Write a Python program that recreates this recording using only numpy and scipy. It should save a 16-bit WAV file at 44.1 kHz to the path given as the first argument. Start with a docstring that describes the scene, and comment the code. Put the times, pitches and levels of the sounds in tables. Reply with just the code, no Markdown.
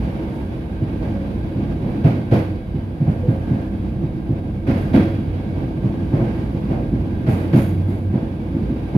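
"""A low rolling rumble with hissing, faintly singing wheels: a train on a single track through a wood,
heard from the front cab. The roughness of the rail sets how much the body rumbles and the wheels hiss.
Every 2.6 s the two axles of the leading bogie bang over a rail joint, ring the wheels and shake loose
fittings; dips and welds in the track give duller thuds. Underneath, the body sways on its springs,
the floor booms and the running gear lets out short groans."""
import sys
import numpy as np
from scipy import signal
from scipy.fft import rfft, irfft, next_fast_len
from scipy.io import wavfile
from scipy.ndimage import uniform_filter1d, minimum_filter1d

SR = 44100
rng = np.random.default_rng(int(sys.argv[2]) if len(sys.argv) > 2 else 0)


def dump_mix(stems):
    """Bounce the given channels to the path in sys.argv[1] as a 16-bit WAV at rate SR."""
    frames = np.atleast_2d(stems).T  # one column per channel
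    limited = np.clip(frames, -1, 1)  # hard clip at full scale
    pcm = np.round(limited * 32767).astype(np.int16)
    wavfile.write(sys.argv[1], SR, pcm)


N = 395577
TIME = np.arange(N) / SR

# The rail's roughness under the bogie. Each row: time in seconds, body rumble from its long waves in dB,
# wheel hiss from its fine grain in dB.
RAIL_ROUGHNESS = [(0, -24, -41), (0.751, -28, -46.5), (1.03, -25, -44), (1.6, -24.5, -45.5),
                  (1.9, -23, -44.5), (2.3, -25, -46), (2.68, -30, -50), (3.4, -25.5, -45),
                  (4.1, -25, -48.5), (4.6, -28, -48.5), (4.85, -20, -42), (5.35, -26, -46),
                  (5.95, -22, -45), (6.4, -24.5, -42.5), (6.85, -24, -46), (7.5, -22, -44),
                  (7.9, -25.5, -48), (8.97, -26, -44.5)]
# The four rolling layers, dark to bright. Each row: frequency in Hz, relative level in dB.
RUMBLE_EQ = [(55, -27), (88, -3.5), (125, -0.5), (200, -5), (320, -5), (400, -23), (600, -40)]
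ROAR_EQ = [(250, -10.5), (380, 0.5), (520, -1.5), (700, -4.5), (900, -8), (1200, -21), (2000, -66.5)]
HISS_EQ = [(700, 0), (1100, 3), (1550, 3), (2300, -2), (3200, -7.5), (4000, -11), (4800, -13.5),
           (6000, -19.5), (8000, -28.5), (12000, -35)]
SIZZLE_EQ = [(4500, -26), (7000, -3), (8500, -4.5), (10000, -2.5), (13000, -6), (15000, -1)]

def rolling(cab):
    """Rail roughness shakes body, rails and wheels; the level flutters as the contact patch changes."""
    rumble_db, hiss_db = automation(RAIL_ROUGHNESS), automation(RAIL_ROUGHNESS, column=2)
    roar_db = -36 + 0.11 * swing(rumble_db) + 0.78 * swing(hiss_db)
    sizzle_db = -63 + 0.7 * swing(hiss_db)
    contact = drift(19)
    rumble = from_db(rumble_db + 0.86 * contact) * noise(RUMBLE_EQ, cab)
    roar = from_db(roar_db + 0.8 * contact) * noise(ROAR_EQ, cab)
    hiss = from_db(hiss_db + 1.1 * contact) * noise(HISS_EQ, cab)
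    sizzle = from_db(sizzle_db + 0.3 * contact) * noise(SIZZLE_EQ, cab)
    return rumble + roar + hiss + sizzle


# The leading axles hitting joints, in pairs. Each row: start in seconds, relative levels in dB of deep
# thud, upper knock, clatter and clang, clang fade in seconds, wheel strike in dB.
JOINT_HITS = [(2.039, -4.5, -16, -19.5, -35.5, 0.092, -10), (2.311, -5.5, -13.5, -17, -32, 0.087, -5.5),
              (4.667, -17, -12.5, -24, -36, 0.16, -9), (4.934, -17, -6.5, -17.5, -30.5, 0.081, 1.5),
              (7.263, -11, -17.5, -22, -36.5, 0.14, -18), (7.528, -4, -7.5, -20.5, -32, 0.077, -5.5)]
# The tone of clattering panels and of clanging steel. Each row: frequency in Hz, relative level in dB.
CLATTER_EQ = [(200, 1.5), (340, -4), (500, -3.5), (660, -3), (850, -9), (1200, -20), (2000, -27.5)]
CLANG_EQ = [(700, -8), (1050, 2), (1500, 5), (2200, 1.5), (3200, -8.5), (4500, -11.5), (6000, -20),
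            (8000, -26), (11000, -26), (15000, -27.5)]

def rail_joints(cab):
    """A leading wheel drops on the rail end: a crack, a thud, clattering panels and a steel clang."""
    clatter, clang, crack = np.zeros((3, N))
    for start, _, _, clatter_db, clang_db, fade, _ in JOINT_HITS:
        clatter += from_db(clatter_db) * swell(start, rise=0.0083, hold=0.045, fade=0.78 * fade)
        clang += from_db(clang_db + 2.5) * swell(start, rise=0.02, hold=0.027, fade=fade)
        crack += from_db(clang_db - 7) * swell(start, rise=0.003, hold=0.0061, fade=0.013)
    thud = from_db(-2.1) * body_thuds(JOINT_HITS, lag=0.00206, rise=0.0093, tail_scale=1.16)
    steel = (clang + crack) * from_db(drift(90)) * noise(CLANG_EQ, cab)
    return thud + clatter * noise(CLATTER_EQ, cab) + steel


# Duller thuds, mostly in pairs, as the leading axles cross dips and welds in the track.
# Each row: start in seconds, relative levels in dB of deep thud, upper knock and clatter.
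DULL_THUDS = [(0.809, -17, -21.5, -36), (1.0, -27, -27, -30.5), (1.545, -22, -21, -36),
              (1.84, -27, -23, -30), (2.737, -16.5, -22.5, -38), (2.997, -11, -21, -34.5),
              (3.067, -8.5, -19.5, -32), (3.274, -9, -19, -30.5), (3.497, -13, -18.5, -31),
              (4.016, -14.5, -23, -38.5), (4.283, -13.5, -21, -36), (5.551, -27, -36, -32),
              (5.831, -13.5, -25, -33.5), (6.121, -11.5, -17.5, -25), (6.195, -13.5, -22.5, -33),
              (6.689, -21, -17.5, -25), (6.913, -16.5, -15, -35.5), (7.872, -25, -21.5, -31),
              (8.126, -16, -18.5, -28.5), (8.534, -21, -19.5, -39.5), (8.686, -18, -18, -49.5),
              (8.941, -10, -11.5, -22.5)]

def dull_thuds(cab):
    """Dips and welds jolt the body with little treble; the harder the clatter, the more steel sounds."""
    starts, _, _, clatter_levels = np.transpose(DULL_THUDS)
    clang_levels = -48.5 + 0.66 * swing(clatter_levels)
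    clatter, clang = np.zeros((2, N))
    for start, clatter_db, clang_db in zip(starts, clatter_levels, clang_levels):
        clatter += from_db(clatter_db) * swell(start, rise=0.0074, hold=0.084, fade=0.053)
        clang += from_db(clang_db) * swell(start, rise=0.012, hold=0.058, fade=0.054)
    thud = from_db(-1.67) * body_thuds(DULL_THUDS, lag=0.0022, rise=0.0087, tail_scale=1.0)
    return thud + clatter * noise(CLATTER_EQ, cab) + clang * noise(CLANG_EQ, cab)


# The car body's modes, floor first, then walls. Each row: pitch in Hz, relative level in dB,
# base time to fall 60 dB in seconds.
BODY_MODES = [(96.4, -19.5, 0.7), (117.25, 1.5, 0.23), (131.5, 4.5, 0.1), (159.7, -4, 0.26),
              (185.8, -1, 0.25), (210.3, 1.5, 0.36), (231.4, 0.5, 0.4), (268.3, 5, 0.21), (315.8, -3, 0.52),
              (338.5, -2, 0.32), (391, -10.5, 0.34)]

def body_thuds(hits, lag, rise, tail_scale):
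    """Each blow passes through the springs, then rings the deep floor modes and the higher wall modes."""
    track, age = np.zeros(N + 2 * SR), np.arange(SR // 3) / SR
    hz, mode_db, t60 = np.transpose(BODY_MODES)[:, :, None]
    floor = hz[:, 0] < 170
    attack = 1 - np.exp(-(age / rise) ** 2)
    ring_out = np.maximum(age - 0.022, 0)  # the bouncing axle first drives the body for a few cycles
    decay = np.exp(-np.log(1000) * ring_out / (t60 * tail_scale))
    for start, deep_db, knock_db, *_ in hits:
        phases = rng.uniform(0, 2 * np.pi, hz.shape)
        modes = from_db(mode_db) * np.sin(2 * np.pi * hz * age + phases)
        for group, db in ((floor, deep_db), (~floor, knock_db)):
            # even out the beating of the modes, so the blow alone sets the punch
            beating = np.sqrt(uniform_filter1d(modes[group].sum(axis=0) ** 2, size=SR // 40) + 1e-6)
            thud = attack * (modes[group] * decay[group]).sum(axis=0) / beating
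            track[round((start + lag) * SR):][:len(age)] += from_db(db) * thud
    return track[:N]


# The wheel's modes, split into close pairs by the rotation. Each row: pitch in Hz, relative levels in dB
# when rolling and when struck, time to fall 60 dB after a strike in seconds.
WHEEL_MODES = [(1582, -68, -44, .6), (1626, -66, -52, .5), (1697, -75, -47, .35), (2207, -69, -47, .8),
               (2252, -68, -55, .5), (2476, -75, -54, .7), (2570, -73, -58, .4), (2745, -76, -52, .35),
               (3004, -74, -62, .5), (3311, -77, -47, 1.1), (3402, -74, -55, .8), (3763, -76, -58, .7),
               (3797, -75, -59, .8), (3921, -79, -66, .5), (4016, -78, -64, .6), (4684, -80, -62, .5),
               (4705, -80, -66, .5)]

def wheel_ring():
    """Every drop on a joint leaves the steel wheel ringing."""
    strikes = np.zeros(N)
    for start, *_, strike_db in JOINT_HITS:
        strikes[round(start * SR)] = from_db(strike_db)
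    return sum(from_db(db) * ring(strikes, hz, t60) for hz, _, db, t60 in WHEEL_MODES)


# How hard the rail makes the wheels sing. Each row: time in seconds, relative level in dB.
SONG_DRIVE = [(0, 1.5), (1.75, 4), (1.95, 6.5), (2.15, 5), (2.6, 4), (2.9, 0.5), (4.5, -1), (5.35, 6.5),
              (5.8, 1.5), (8.97, 2)]

def wheel_song():
    """Rolling keeps the wheel modes ringing, each coming and going as contact wanders over the tread."""
    tread = rng.standard_normal((2, N))
    drive = from_db(automation(SONG_DRIVE) + 2.5)
    tail_scale = 0.31  # the rail damps a rolling wheel, which broadens its tones
    return drive * sum(from_db(db + 2 * drift(2.3)) * rms_one(ring(tread, hz, t60 * tail_scale))
                       for hz, db, _, t60 in WHEEL_MODES)


def rough_wheel_note():
    """The lowest wheel mode sings roughly, rising and falling with the rail's fine grain."""
    hiss_db = automation(RAIL_ROUGHNESS, column=2)
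    level_db = -56.7 + 0.9 * swing(hiss_db) + 4 * drift(4.3)
    return from_db(level_db) * np.array([narrow_noise(1593, width_hz=40), narrow_noise(1603, width_hz=75)])


# Rattles of loose fittings. Each row: start in seconds, buzz level in dB, ring level in dB.
RATTLE_CUES = [(.32, -64, -72), (2.326, -58, -64), (3.075, -64, -74), (3.28, -66, -75), (4.75, -58, -66),
               (7.278, -49, -59), (7.542, -52, -49), (7.59, -60, -59), (7.869, -59, -66)]
# The fittings' bright resonances. Each row: pitch in Hz, width in Hz, relative level in dB.
FITTING_MODES = [(6620, 70, -5.5), (9900, 130, -4), (13000, 350, -1)]

def rattles(cab):
    """Loose metal fittings buzz and ring brightly for a moment after a jolt."""
    buzz, ringing = np.zeros((2, N))
    for start, buzz_db, ring_db in RATTLE_CUES:
        buzz += from_db(buzz_db) * swell(start, rise=0.012, hold=0.05, fade=0.11)
        ringing += from_db(ring_db) * swell(start, rise=0.011, hold=0.04, fade=0.071)
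    metal = sum(from_db(db) * np.array([narrow_noise(hz, width), narrow_noise(hz, width)])
                for hz, width, db in FITTING_MODES)
    flicker = from_db(1.3 * drift(80))
    return flicker * (buzz * noise(SIZZLE_EQ, cab) + ringing * metal)


# Short groans. Each row: start in seconds, hold in seconds, pitch in Hz, relative level in dB.
GROAN_CUES = [(0.16, 0.1, 933, -47), (0.324, 0.079, 916, -44), (1.13, 0.12, 548, -35.5),
              (1.862, 0.14, 2290, -54), (2.385, 0.032, 528, -33), (3.227, 0.027, 497, -27.5),
              (3.302, 0.079, 540, -37.5)]

def groans():
    """Parts of the running gear rub and sound a brief wavering note."""
    wavering_time = np.cumsum(1 + 0.0126 * drift(31.5)) / SR
    track = np.zeros(N)
    for start, hold, hz, db in GROAN_CUES:
        envelope = from_db(db + 3) * swell(start, rise=0.0063, hold=hold, fade=0.037)
        track += envelope * np.sin(2 * np.pi * hz * wavering_time)
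    return track


# Swells of the floor's boom. Each row: start in seconds, hold in seconds, level in dB.
BOOM_CUES = [(.75, 0.13, -26.5), (2.308, 0.16, -26), (2.693, 0.077, -26), (3.198, 0.37, -28),
             (4.297, 0.13, -27.5), (4.995, 0.42, -25), (7.296, 0.82, -23.5)]

def floor_boom():
    """The floor booms faintly on one wavering note and swells after some jolts."""
    pitch_hz = 94.5 + 1.765 * drift(3.9)
    swells = sum(from_db(db) * swell(start, rise=0.038, hold=hold, fade=0.099)
                 for start, hold, db in BOOM_CUES)
    envelope = (from_db(-40) + swells) * from_db(2.2 * drift(8.4))
    return envelope * np.sin(2 * np.pi * np.cumsum(pitch_hz) / SR)


# The sway's fader moves. Each row: time in seconds, level in dB.
SWAY_LEVELS = [(0, -30), (.65, -33), (1.2, -27.5), (1.7, -30), (2.2, -36), (3.7, -31), (5.0, -32),
               (6.5, -31.5), (7.4, -31), (7.8, -36.5), (8.9, -31.5)]
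# The sway's sub-bass tone. Each row: frequency in Hz, relative level in dB.
SWAY_EQ = [(20, -29), (31, -31), (41, -12.5), (62, -3.5), (75, -13.5), (100, -27)]

def body_sway(cab):
    """The car body sways on its springs and lays a deep bed under the ride."""
    return from_db(automation(SWAY_LEVELS)) * noise(SWAY_EQ, cab)


# Peaks and dips of the cab and its panels. Each row: centre in Hz, width in Hz, boost or cut in dB.
CAB_RESONANCES = [(77, 10, 0), (91, 10.7, 9), (104.8, 7.7, -9.5), (123, 16, 1), (208.2, 41, 5),
                  (250, 16, 0), (297, 16, -4), (328.5, 31.5, 5.5), (398, 22, 1.5), (465, 9.9, -1),
                  (492, 26, 4), (548.4, 11, 7.5), (580, 25, -4), (670, 15, 2.5), (1314, 140, -3),
                  (1643, 130, 4.5), (1687, 150, -6), (2220, 430, 2), (3570, 160, -1.5), (4170, 200, -2),
                  (4600, 170, 4), (10100, 350, 1.5)]
# The stereo image at the microphone pair. 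Each row: frequency in Hz, left-right correlation from -1 to 1.
STEREO_LIKENESS = [(60, 0.98), (130, 0.97), (290, 0.95), (640, 0.57), (1000, -0.049), (1400, -0.35),
                   (3000, 0.078), (15000, -0.025)]

def cab_field():
    """Mid and side gains by frequency: the cab resonates, and its bass is alike on both sides."""
    hz = padded_freqs()
    colour_db = sum(db / (1 + (2 * (hz - centre) / width) ** 2) for centre, width, db in CAB_RESONANCES)
    alike = np.clip(at_hz(STEREO_LIKENESS, hz), -0.99, 0.995)
    return from_db(colour_db) * np.sqrt([1 + alike, 1 - alike])


def noise(eq, cab):
    """Stereo noise shaped by an EQ curve and the cab, rolled off past the curve's ends; rms 1."""
    hz = padded_freqs()
    roll_off = np.minimum(hz / eq[0][0], 1) * np.minimum(eq[-1][0] / hz, 1) ** 4
    white = rng.standard_normal((2, len(hz))) + 1j * rng.standard_normal((2, len(hz)))
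    mid, side = irfft(white * cab * roll_off * from_db(at_hz(eq, hz)))[:, :N]
    return rms_one(np.array([mid + side, mid - side]))


def narrow_noise(hz, width_hz):
    """Noise through one sharp resonance; rms 1."""
    radius, angle = np.exp(-np.pi * width_hz / SR), 2 * np.pi * hz / SR
    white = rng.standard_normal(N + 8000)
    band = signal.lfilter([1, 0, -1], [1, -2 * radius * np.cos(angle), radius ** 2], white)
    return rms_one(band[8000:])


def ring(force, hz, t60):
    """One mode: a unit click sets a sine of height 1 ringing."""
    radius, angle = from_db(-60 / (t60 * SR)), 2 * np.pi * hz / SR
    return signal.lfilter([0, np.sin(angle)], [1, -2 * radius * np.cos(angle), radius ** 2], force + 1e-18)


def swell(start, rise, hold, fade):
    """An envelope that builds, then dies away once the hold is over; all in seconds."""
    age = np.maximum(TIME - start, 0)
    release = np.maximum(age - hold, 0) / fade
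    return (1 - np.exp(-age / rise)) * np.exp(-np.minimum(release, 30))


def drift(rate_hz):
    """Smooth random modulation; rms 1."""
    step = 40  # samples per control point
    pole = np.exp(-2 * np.pi * rate_hz * step / SR)
    slow = signal.lfilter([1], [1, -2 * pole, pole ** 2], rng.standard_normal(N // step + 2002))[2000:]
    return np.interp(np.arange(N) / step, np.arange(len(slow)), rms_one(slow))


def automation(points, column=1):
    """A table's column as a curve over time."""
    table = np.array(points)
    return np.interp(TIME, table[:, 0], table[:, column])


def at_hz(points, hz, column=1):
    """A table's column as a curve over log frequency."""
    table = np.array(points)
    return np.interp(np.log(hz), np.log(table[:, 0]), table[:, column])


def padded_freqs():
    """Frequency grid of an FFT a little longer than the scene."""
    size = 2 * next_fast_len(N // 2 + 4096, real=True)
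    return np.maximum(np.arange(size // 2 + 1) * SR / size, 1)


def swing(db):
    """Decibels above the mean."""
    return db - np.mean(db)


def from_db(db):
    """Decibels to gain."""
    return 10 ** (np.asarray(db) / 20)


def rms_one(x):
    """Scale to rms 1."""
    return x / np.sqrt(np.mean(x ** 2) + 1e-20)


def scene():
    """The running bed and the hits on top of it, reaching the cab through its floor and walls."""
    cab = cab_field()
    bed = rolling(cab) + body_sway(cab) + floor_boom() + rough_wheel_note() + wheel_song() + groans()
    return bed + rail_joints(cab) + wheel_ring() + dull_thuds(cab) + rattles(cab)


# The colour of the two microphone ports. Each row: frequency in Hz, left gain in dB, right gain in dB.
PORT_EQ = [(100, 0.52, 2), (1270, -1.5, -0.5), (1930, -5, -1.5), (2430, -7, 2), (3400, -1, 0.5),
           (4600, -1, -3.5), (6600, 0, -9), (7800, -2.5, -29), (8600, 1, -16.5), (9540, 2, -1.5),
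           (12800, 1.5, 0.5), (14200, -2, -19.5)]

def record(dry):
    """Each microphone port adds its colour; a fast limiter holds peaks at full scale; the top is cut."""
    cutoff_hz, limiter_samples = 14550, 401
    hz = padded_freqs()
    ports = from_db([at_hz(PORT_EQ, hz, column=1), at_hz(PORT_EQ, hz, column=2)])
    soft_ends = np.minimum(np.minimum(TIME, TIME[::-1]) / 0.002, 1)
    heard = irfft(rfft(dry * soft_ends, 2 * (len(hz) - 1)) * ports)[:, :N]
    safe_gain = 1 / np.maximum(np.abs(heard).max(axis=0), 1)
    limiter_gain = uniform_filter1d(minimum_filter1d(safe_gain, limiter_samples), limiter_samples)
    low_pass = signal.ellip(10, 0.1, 80, cutoff_hz, fs=SR, output="sos")
    return signal.sosfilt(low_pass, limiter_gain * heard)


dry = scene()
out = record(dry)
dump_mix(out)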